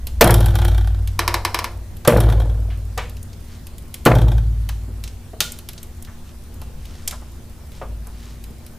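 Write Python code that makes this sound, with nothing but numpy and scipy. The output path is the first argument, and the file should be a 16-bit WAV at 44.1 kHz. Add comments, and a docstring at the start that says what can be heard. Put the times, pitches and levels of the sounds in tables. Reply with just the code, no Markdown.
"""A worn strut mount slams three times as a car body is shoved by hand in a garage, heard close up.
Each slam is a crash of shaped noise over ringing panel modes; the jolts swell low body modes into a boom
and set a loose part rattling in bright clicks with duller answers. A tool raps on steel, small parts tick
and thud as noise bursts, and sparse echoes follow. Behind lie lumpy rumble, a wavering hum and two-port hiss."""
import sys
import numpy as np
from scipy import signal
from scipy.fft import rfft, irfft, next_fast_len
from scipy.io import wavfile
from scipy.ndimage import uniform_filter1d

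SR = 44100
rng = np.random.default_rng(int(sys.argv[2]) if len(sys.argv) > 2 else 0)


def materialize(psi):
    """Save the field psi as 16-bit PCM at rate SR to the path in sys.argv[1].

    A 1-D psi becomes a single channel; in a 2-D psi each row is a channel.
    """
    bounded = np.clip(np.atleast_2d(psi).T, -1, 1)
    quanta = np.round(bounded * 32767).astype(np.int16)
    wavfile.write(sys.argv[1], SR, quanta)


N = 387198  # length [samples]


def amp(db):
    """Decibels to amplitude ratio."""
    return 10 ** (np.asarray(db) / 20)


def evened(x):
    """Scales a sound to rms 1."""
    return x / np.sqrt(np.mean(x ** 2) + 1e-20)


def read(points, hz):
    """Reads a (frequency, value) table along a logarithmic frequency axis."""
    f, value = np.transpose(points)
    return np.interp(np.log(hz + 1), np.log(f + 1), value)


def curve(rows):
    """Straight lines between (time, value) points over the whole scene."""
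    return np.interp(np.arange(N) / SR, *np.transpose(rows))


def add(mix, s, sound):
    """Adds a sound into the mix at s seconds, cut off at the end of the mix."""
    part = mix[round(s * SR):][:len(sound)]
    part += sound[:len(part)]


def band(x, lo_hz, hi_hz, order=2):
    """Butterworth band-pass."""
    sos = signal.butter(order, [lo_hz, min(hi_hz, SR / 2.1)], "bandpass", fs=SR, output="sos")
    return signal.sosfilt(sos, x)


def white(n):
    """White noise."""
    return rng.standard_normal(n)


def coloured(spectrum, n):
    """Steady noise of rms 1 with the given spectrum."""
    m = next_fast_len(n)
    shape = amp(read(spectrum, np.fft.rfftfreq(m, 1 / SR)))
    return evened(irfft(rfft(white(m)) * shape, m)[:n])


def dying(x, t60s):
    """Lets every frequency of a sound fade at its own t60."""
    hz, t, z = signal.stft(x, SR, nperseg=256)
    fade = amp(-60 * t / read(t60s, hz)[:, None])
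    return signal.istft(z * fade, SR, nperseg=256)[1][..., :x.shape[-1]]


def struck(modes, length_s, contact_s, scatter, bed_db):
    """Modes as clusters of close partials, rung by a chattering contact over a bed of unresolved ones; peak 1."""
    t = np.arange(round(length_s * SR)) / SR
    hz, db, t60 = np.transpose(modes)[:, :, None, None]
    detune = 1 + scatter * rng.standard_normal((len(modes), 7, 1))
    ring = (amp(db - 60 * t / t60) * np.sin(2 * np.pi * hz * detune * t)).sum(axis=1)
    contact = white(800) * np.exp(-t[:800] / contact_s)
    rung = signal.oaconvolve(ring, contact[None], axes=1)[:, :len(t)]
    # every mode keeps its own strength whatever the contact noise does
    ring = np.linalg.norm(ring, axis=1) / np.linalg.norm(rung, axis=1) @ rung
    tops = [(modes[0][0] / 2, -40)] + [mode[:2] for mode in modes]
    bed = coloured(tops, len(t)) * amp(bed_db - 60 * t / (contact_s * 7 + np.median(t60)))
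    sound = ring / abs(ring).max() + bed
    return sound / abs(sound).max()


# Colour of the hiss: (frequency [Hz], relative level per Hz [dB])
HISS_COLOUR = [(59, -10), (100, 0.5), (184, -10), (281, -15), (420, -18.5), (2320, -31), (13700, -34.5),
               (15500, -36)]
# Left-right likeness of the hiss: (frequency [Hz], correlation [0-1])
HISS_LIKENESS = [(60, 0.84), (380, 0.79), (2380, 0.56), (15000, 0.13)]
HISS_DB = -42  # rms


def hiss():
    """Noise with drifting patches of level, partly shared by the two ports."""
    frames, hz = N // 256 + 5, np.fft.rfftfreq(1024, 1 / SR)
    a, b, c, d, patches = rng.standard_normal((frames, 513, 5)).T
    patches = uniform_filter1d(patches, size=12, axis=0)  # smooth across frequency
    patches = evened(uniform_filter1d(patches, size=10, axis=1))  # and across time
    same = np.clip(read(HISS_LIKENESS, hz), -1, 1)[:, None]
    left = a + 1j * b
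    right = same * left + np.sqrt(1 - same ** 2) * (c + 1j * d)
    z = np.array([left, right]) * amp(read(HISS_COLOUR, hz)[:, None] + 1.6 * patches)
    return amp(HISS_DB) * evened(signal.istft(z, nperseg=1024, noverlap=768)[1][:, :N])


# Colour of the rumble: (frequency [Hz], relative level per Hz [dB])
RUMBLE_COLOUR = [(12, -4), (26, -6.5), (42, -17), (50, -6.5), (56, 1.5), (64, -5), (86, -4.5), (105, -26),
                 (250, -81)]
# Rise and fall of the rumble: (time [s], level [dB])
RUMBLE_LEVEL = [(0, -26), (.2, -21.5), (1.5, -33), (5.5, -38.5), (6.85, -33.5), (8.4, -39)]


def rumble():
    """Low noise, naturally lumpy because it is so narrow, under a slow level curve."""
    return amp(curve(RUMBLE_LEVEL)) * coloured(RUMBLE_COLOUR, N)


HUM_HZ, HUM_DB, HUM_FIFTH_DB = 233.6, -51, -9.5  # mean pitch, mean rms level, fifth against the hum


def hum():
    """A tone and the fifth above it, wavering together in pitch and level."""
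    waver = evened(band(white(N), 0.49, 6.0, order=1))
    half_phase = np.pi * np.cumsum(HUM_HZ + 1.87 * waver) / SR
    tones = np.sin(2 * half_phase) + amp(HUM_FIFTH_DB) * np.sin(3 * half_phase)
    return amp(HUM_DB + 1.6 * waver) * np.sqrt(2) * tones


# Rustles: (time [s], level [dB], half length [s])
RUSTLE_STROKES = [(3.53, -51, 0.063), (6.29, -52.5, 0.033), (6.963, -50.5, 0.16), (7.772, -50, 0.044),
                  (8.26, -49.5, 0.11)]


def rustles():
    """Grainy mid-band noise in soft bell-shaped strokes."""
    grain = amp(2.8 * evened(band(white(N), 26, 170, order=1)))
    t = np.arange(N) / SR
    strokes = sum(amp(db) * np.exp(-((t - s) / half) ** 2) for s, db, half in RUSTLE_STROKES)
    return strokes * evened(grain * band(white(N), 670, 6400))


# Echo decay of the garage: (frequency [Hz], t60 [s])
GARAGE_T60 = [(200, 1), (1000, 0.31), (4000, 0.32), (12000, 0.3)]


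def garage(x):
    """Sparse echoes of random sign, partly different at the two ports; the lows linger longest."""
    taps = np.zeros((2, 16000))
    at = np.arange(200, 15980, 20) + rng.integers(0, 20, (2, 789))
    np.put_along_axis(taps, at, rng.choice([-1., 1.], at.shape), 1)
    shared, apart = dying(band(taps, 150, 11600, order=1), GARAGE_T60)
    # close ports differ only at short wavelengths
    side = amp(-5) * band(apart, 3500, 16000, order=1)
    pair = np.array([shared + side, shared - side]) / np.linalg.norm(shared)
    return signal.oaconvolve(x[None], pair, axes=1)[:, :N]


def ports(x):
    """Tiny case reflections colour the treble differently at the two ports; the left is a little louder."""
    case = white(90) * np.exp(-np.arange(90) / 25)  # decay in samples
    treble = band(np.convolve(x, case / np.linalg.norm(case))[:N], 5000, 18000)
    side = amp(-9.5) * treble + amp(-31) * x
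    return np.array([x + side, x - side])


# Ticks and snaps: (time [s], level at 2-7 kHz [dB], treble against it [dB])
TICK_EVENTS = [(0.07, -26.5, 3), (1.075, -30.5, 0.5), (1.9686, -43, 6), (2.0496, -27, -10),
               (2.977, -22, -5), (3.0958, -38.5, 3.5), (3.168, -40, -2), (3.2286, -46, 13),
               (3.331, -41, -11), (3.669, -36, 3), (3.782, -41.5, 7.5), (3.942, -27.5, 5),
               (4.0527, -18.5, 3.5), (4.69, -26, 0), (5.0386, -27.5, -2), (5.0765, -33, -24),
               (5.4046, -7, -6), (5.5205, -40, 14.5), (5.588, -34, 3), (5.6884, -27, 2.5), (5.7327, -39, 1),
               (5.83, -37, 7.5), (6.0245, -43.5, 12.5), (6.0494, -39.5, -2), (6.542, -52, 11.5),
               (6.616, -37, 3.5), (6.8542, -37.5, -5), (7.0762, -22, 5.5), (7.11, -26, -1),
               (7.718, -43, -1), (8.0706, -48, 13), (8.4396, -37, 2), (8.6644, -40, 4)]
# Ringing bracket: (frequency [Hz], relative level [dB], t60 [s])
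BRACKET_MODES = [(1435, -3, 0.4), (3070, -5, 0.28), (3600, 2, 0.2), (4450, -1, 0.16), (5400, -7, 0.1)]
TICK_LOW_DB = -11  # low part against the 2-7 kHz part
CRACKLE_DB, CRACKLES_PER_S = -56, 12  # quietest crackle, mean rate
BRACKET_S, BRACKET_DB, BRACKET_SCATTER = 5.405, -9.5, .016  # scatter: relative detuning


def ticks():
    """Snaps of noise in three fading bands, faint random crackles, and a bracket rung by the loudest snap."""
    out, t = np.zeros(N), np.arange(9000) / SR
    for s, db, high_db in TICK_EVENTS:
        noise = white(len(t))
        low = amp(TICK_LOW_DB) * evened(band(noise, 400, 4300)) * amp(-60 * t / 0.091)
        # mid and treble each have a quick snap and a much weaker, longer tail
        mid = evened(band(noise, 2140, 7560)) * (amp(-60 * t / 0.032) + amp(-26 - 60 * t / 0.51))
        treble = evened(band(noise, 6000, 14000))
        high = amp(high_db) * treble * (amp(-60 * t / 0.027) + amp(-35 - 60 * t / 0.042))
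        add(out, s, amp(db) * (low + mid + high))
    crackles = amp(CRACKLE_DB + 9 * rng.random(N)) * (rng.random(N) < CRACKLES_PER_S / SR)
    # every crackle shares the last tick's treble noise
    out += signal.oaconvolve(crackles, treble * amp(-60 * t / 0.025))[:N]
    add(out, BRACKET_S, amp(BRACKET_DB) * struck(BRACKET_MODES, 0.33, 0.0012, BRACKET_SCATTER, -10.5))
    return out


# Bumps that ring in one band: (time [s], level [dB], centre frequency [Hz], t60 [s])
THUD_EVENTS = [(.292, -12.5, 1130, 0.098), (2.049, -19.5, 910, 0.073), (2.7, -42, 1950, 0.28),
               (2.974, -19.5, 690, 0.11), (2.976, -29, 1870, 0.3), (4.058, -7.5, 705, 0.12),
               (4.115, -5.5, 1150, 0.03), (4.69, -25, 1230, 0.045), (4.88, -34, 206, 0.19),
               (5.332, -23, 350, 0.048), (5.778, -27, 4500, 0.034), (6.07, -41, 1170, 0.17),
               (6.617, -32.5, 706, 0.047), (6.78, -27.5, 25.8, 0.52), (7.077, -9.5, 6560, 0.028),
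               (7.124, -27.5, 880, 0.092), (7.217, -31.5, 596, 0.052), (7.814, -24.5, 690, 0.13),
               (8.066, -42, 700, 0.21)]
THUD_SPREAD = 1.61  # band edges as a ratio to the centre


def thuds():
    """Fading noise in one band with a gentle start."""
    out, t = np.zeros(N), np.arange(12000) / SR
    for s, db, hz, t60 in THUD_EVENTS:
        body = evened(band(white(len(t)), hz / THUD_SPREAD, hz * THUD_SPREAD))
        rise = 1 - np.exp(-t / 0.0028)
        add(out, s, amp(db - 60 * t / t60) * rise * body)
    return out


# Tool raps: (time [s], level [dB])
RAP_EVENTS = [(1.1914, -3.5), (1.278, -4.5), (1.3417, -5.5), (1.4498, -5.5), (1.5446, -6.5), (1.5892, -10),
              (1.6427, -11.5)]
# Modes of the struck steel: (frequency [Hz], relative level [dB], t60 [s])
STEEL_MODES = [(343.5, -7.5, 0.6), (990, 4, 0.039), (1080, 5.5, 0.032), (1440, -1, 0.05), (1750, -2, 0.078),
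               (2180, 3, 0.028), (2375, -3.5, .03), (3960, -2.5, 0.03), (4570, -3, 0.037),
               (5190, 0.5, 0.035), (5550, -2.5, 0.027), (12100, -34, .02)]
# Noisy tail of the struck plate: (frequency [Hz], t60 [s])
RAP_TAIL_T60 = [(600, 0.45), (2200, 0.17), (6000, 0.044)]
RAP_TAIL_DB, RAP_CRACK_DB, STEEL_SCATTER = -16, -10.5, .022  # scatter: relative detuning
RAP_BOUNCE_S, RAP_BOUNCE_DB = 0.0043, -16.5  # second landing, after and against the first


def raps():
    """A tool lands twice on one spot of steel: the same ring each time, a noisy tail and a crack of treble."""
    out, t = np.zeros(N), np.arange(2000) / SR
    same = struck(STEEL_MODES, .3, 0.0022, STEEL_SCATTER, -10)
    crack = amp(RAP_CRACK_DB - 60 * t / 0.029) * band(white(len(t)), 990, 16400)
    tail_colour = [(hz, db / 2) for hz, db, _ in STEEL_MODES]  # flatter than the ring
    for s, db in RAP_EVENTS:
        tail = amp(RAP_TAIL_DB) * dying(coloured(tail_colour, len(same)), RAP_TAIL_T60)
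        ring = band(same + tail, 300, 16000)
        add(out, s, amp(db) * ring)
        add(out, s + RAP_BOUNCE_S, amp(db + RAP_BOUNCE_DB) * ring)
        add(out, s, amp(db) * crack)
    return out


def chatter():
    """Many faint uneven touches of the loose part while the body still shakes."""
    shake, t = np.zeros(N), np.arange(SR) / SR
    for s, db, *_ in BODY_JOLTS:
        add(shake, s, amp(db - 60 * t / 1.34))
    uneven = amp(2.5 * np.minimum(rng.exponential(1, N), 2.5))
    size = shake * uneven * (rng.random(N) < 220 / SR)  # about 220 touches a second
    kind, out = rng.integers(0, 4, N), np.zeros(N)
    for k in range(4):
        dull = band(struck(PANEL_ANSWER, .1, .002, .08, -6), 200, 2400, order=1)
        touch = dull + amp(-19) * struck(STEEL_CLICK, .1, .001, .015, -9)
        out += signal.oaconvolve(size * (kind == k), touch)[:N]
    return out


# Loose part knocking back, often about every 32 ms: (time [s], click level [dB])
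RATTLE_KNOCKS = [(0.243, -5.5), (0.274, -13), (0.3075, -6), (0.3414, -7), (0.378, -41), (0.405, -20),
                 (0.426, -39), (0.441, -38), (0.459, -14), (0.482, -37), (0.504, -48), (0.5539, -15.5),
                 (0.586, -29), (0.6163, -28), (0.6487, -19.5), (0.6804, -24), (0.713, -56), (0.7446, -38),
                 (0.778, -30), (0.809, -46), (0.843, -63), (0.872, -34), (0.944, -56), (2.0763, -2),
                 (2.1092, -39), (2.1704, -21.5), (2.2036, -15), (2.2342, -49), (2.287, -39), (2.2981, -32),
                 (2.322, -30), (2.399, -38), (2.417, -47), (2.494, -59), (4.1518, -25), (4.184, -30),
                 (4.215, -30), (4.2805, -39), (4.316, -39), (4.3787, -47)]
# Small steel part that clicks: (frequency [Hz], relative level [dB], t60 [s])
STEEL_CLICK = [(4640, 0, 0.0052), (5480, 0.5, 0.01), (7680, -4, 0.024), (9100, 3.5, 0.016),
               (10960, 5.5, 0.021), (12760, 2.5, 0.044)]
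# Duller panel behind it: (frequency [Hz], relative level [dB], t60 [s])
PANEL_ANSWER = [(350, -6.5, 0.2), (822, 6.5, 0.025), (1150, -2.5, 0.028), (1484, 5, 0.016),
                (2380, -6, 0.029), (3270, -0.5, 0.055), (3574, -1.5, 0.024), (5500, -9.5, 0.031)]
# the answer follows the click's level only in part (dB per dB) and fades after each jolt
ANSWER_DB, ANSWER_SHARE, ANSWER_FADE_DB_PER_S, ANSWER_LAG_S = -7.5, 0.28, 13.5, .002
PANEL_SCATTER = .017  # relative detuning, also for the slammed panels


def rattle():
    """A bright click on a small steel part; the duller panel behind it answers just after."""
    out, jolts = np.zeros(N), np.array([row[0] for row in BODY_JOLTS])
    for s, db in RATTLE_KNOCKS:
        since = s - jolts[jolts < s].max()  # seconds after the latest jolt
        answer_db = ANSWER_DB + ANSWER_SHARE * db - ANSWER_FADE_DB_PER_S * since
        add(out, s, amp(db) * struck(STEEL_CLICK, 0.076, 0.0015, 0.0028, -10.5))
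        answer = struck(PANEL_ANSWER, 0.21, 0.0037, PANEL_SCATTER, -12)
        add(out, s + ANSWER_LAG_S, amp(answer_db) * answer)
    return out


# Low modes of the car body: (frequency [Hz], build-up [s], t60 [s])
BODY_MODES = [(53.8, 0.072, 2.25), (62.3, 0.087, 1.15), (93.4, 0.18, 3.29), (110, 0.047, 1.35),
              (125.9, 0.0024, 1.06), (147, 0.033, 2), (179.6, 0.008, 0.94), (346, 0.018, 0.85)]
# Jolts to the body: (time [s], loose-part chatter [dB], then the level of each body mode in turn [dB])
BODY_JOLTS = [(.225, -19, -3, -32, -6.5, -4.5, -16, -23, -15.5, -16.5),
              (0.538, -29, -8, -42, -30, -32, -24.5, -42, -29.5, -25),
              (2.099, -23.5, -3.5, -6, -14, -6.5, -16.5, -31, -20.5, -23),
              (4.08, -29.5, -4, -4.5, -17, -6, -9.5, -24, -19, -26),
              (7.751, -68, -21, -34, -34, -37, -42, -50, -44, -57)]


def boom():
    """Low body modes, fed through the mounts, swell before they fade; neighbours swing in opposition."""
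    out, t = np.zeros(N), np.arange(110000) / SR
    for s, _, *levels in BODY_JOLTS:
        for k, ((hz, build, t60), db) in enumerate(zip(BODY_MODES, levels)):
            swell = (1 - np.exp(-t / build)) ** 2
            mode = amp(db - 60 * t / t60) * np.sin(2 * np.pi * hz * t)
            add(out, s, (-1) ** k * swell * mode)
    return out


# Slams: (time [s], crash level [dB], brightness [dB per octave], factor on the crash t60 [ratio],
#         panel ring level [dB], rise [s])
SLAM_EVENTS = [(.209, -10, 5, 0.52, -5.5, .0017), (2.072, -16, 3, 0.89, -2.5, 0.0051),
               (4.057, -12, 2.5, 0.46, -6, 0.0046)]
# Crash colour before each slam's brightness: (frequency [Hz], relative level per Hz [dB])
CRASH_COLOUR = [(76, -30), (130, 9.5), (183, -3), (595, -5), (657, -10.5), (771, -11.5), (4400, -35.5),
                (11300, -50), (15500, -41.5)]
# Crash decay before each slam's factor: (frequency [Hz], t60 [s])
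CRASH_DECAY = [(150, 1.22), (700, 1.23), (1500, 0.84), (4000, 0.12), (12000, 0.033)]
# Ringing panels: (frequency [Hz], relative level [dB], t60 [s])
PANEL_MODES = [(235.7, 1.5, 0.75), (486, 4.5, 0.33), (583, 10, 0.23), (701, 3, 0.27), (780, -10, 0.25)]


def slams():
    """Broad crash of sheet metal, each band dying at its own speed, over ringing panels."""
    out, t, hz = np.zeros(N), np.arange(36000) / SR, np.geomspace(100, 16000, 40)
    for s, db, tilt_db, longer, ring_db, rise_s in SLAM_EVENTS:
        colour_db = read(CRASH_COLOUR, hz) + tilt_db * np.log2(hz / 500)
        noise = coloured(np.transpose([hz, colour_db]), len(t))
        # loose parts keep bumping, so the tail comes in lumps
        lumps = amp(4.5 * evened(band(white(len(t)), 15, 60)))
        tail = lumps * dying(noise, np.multiply(CRASH_DECAY, [1, longer]))
        burst = noise * amp(15 - 60 * t / 0.064)  # the parts grind together for a moment
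        rise = 1 - np.exp(-(t / rise_s) ** 2)
        ring = struck(PANEL_MODES, len(t) / SR, 0.013, PANEL_SCATTER, -26.0)
        add(out, s, rise * (amp(db) * (tail + burst) + amp(ring_db) * ring))
    return out


def scene():
    """Direct sound at the two ports, plus garage echoes and hiss."""
    small = raps() + ticks() + thuds()
    loose = rattle() + chatter()
    heavy = slams()
    murmurs = rumble() + hum() + rustles()
    echoes = garage(amp(-13.0) * small + amp(-12.0) * loose + amp(-18.0) * heavy)
    return ports(small + loose + heavy + boom() + murmurs) + echoes + hiss()


def record(dry):
    """The input stage overloads smoothly at full scale; then a steep low-pass limits the band."""
    clipped = dry / (1 + dry ** 8) ** (1 / 8)
    low_pass = signal.firwin(255, 15400, window=("kaiser", 8), fs=SR)  # edge in Hz
    return signal.oaconvolve(clipped, low_pass[None], "same")


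dry = scene()
out = record(dry)
materialize(out)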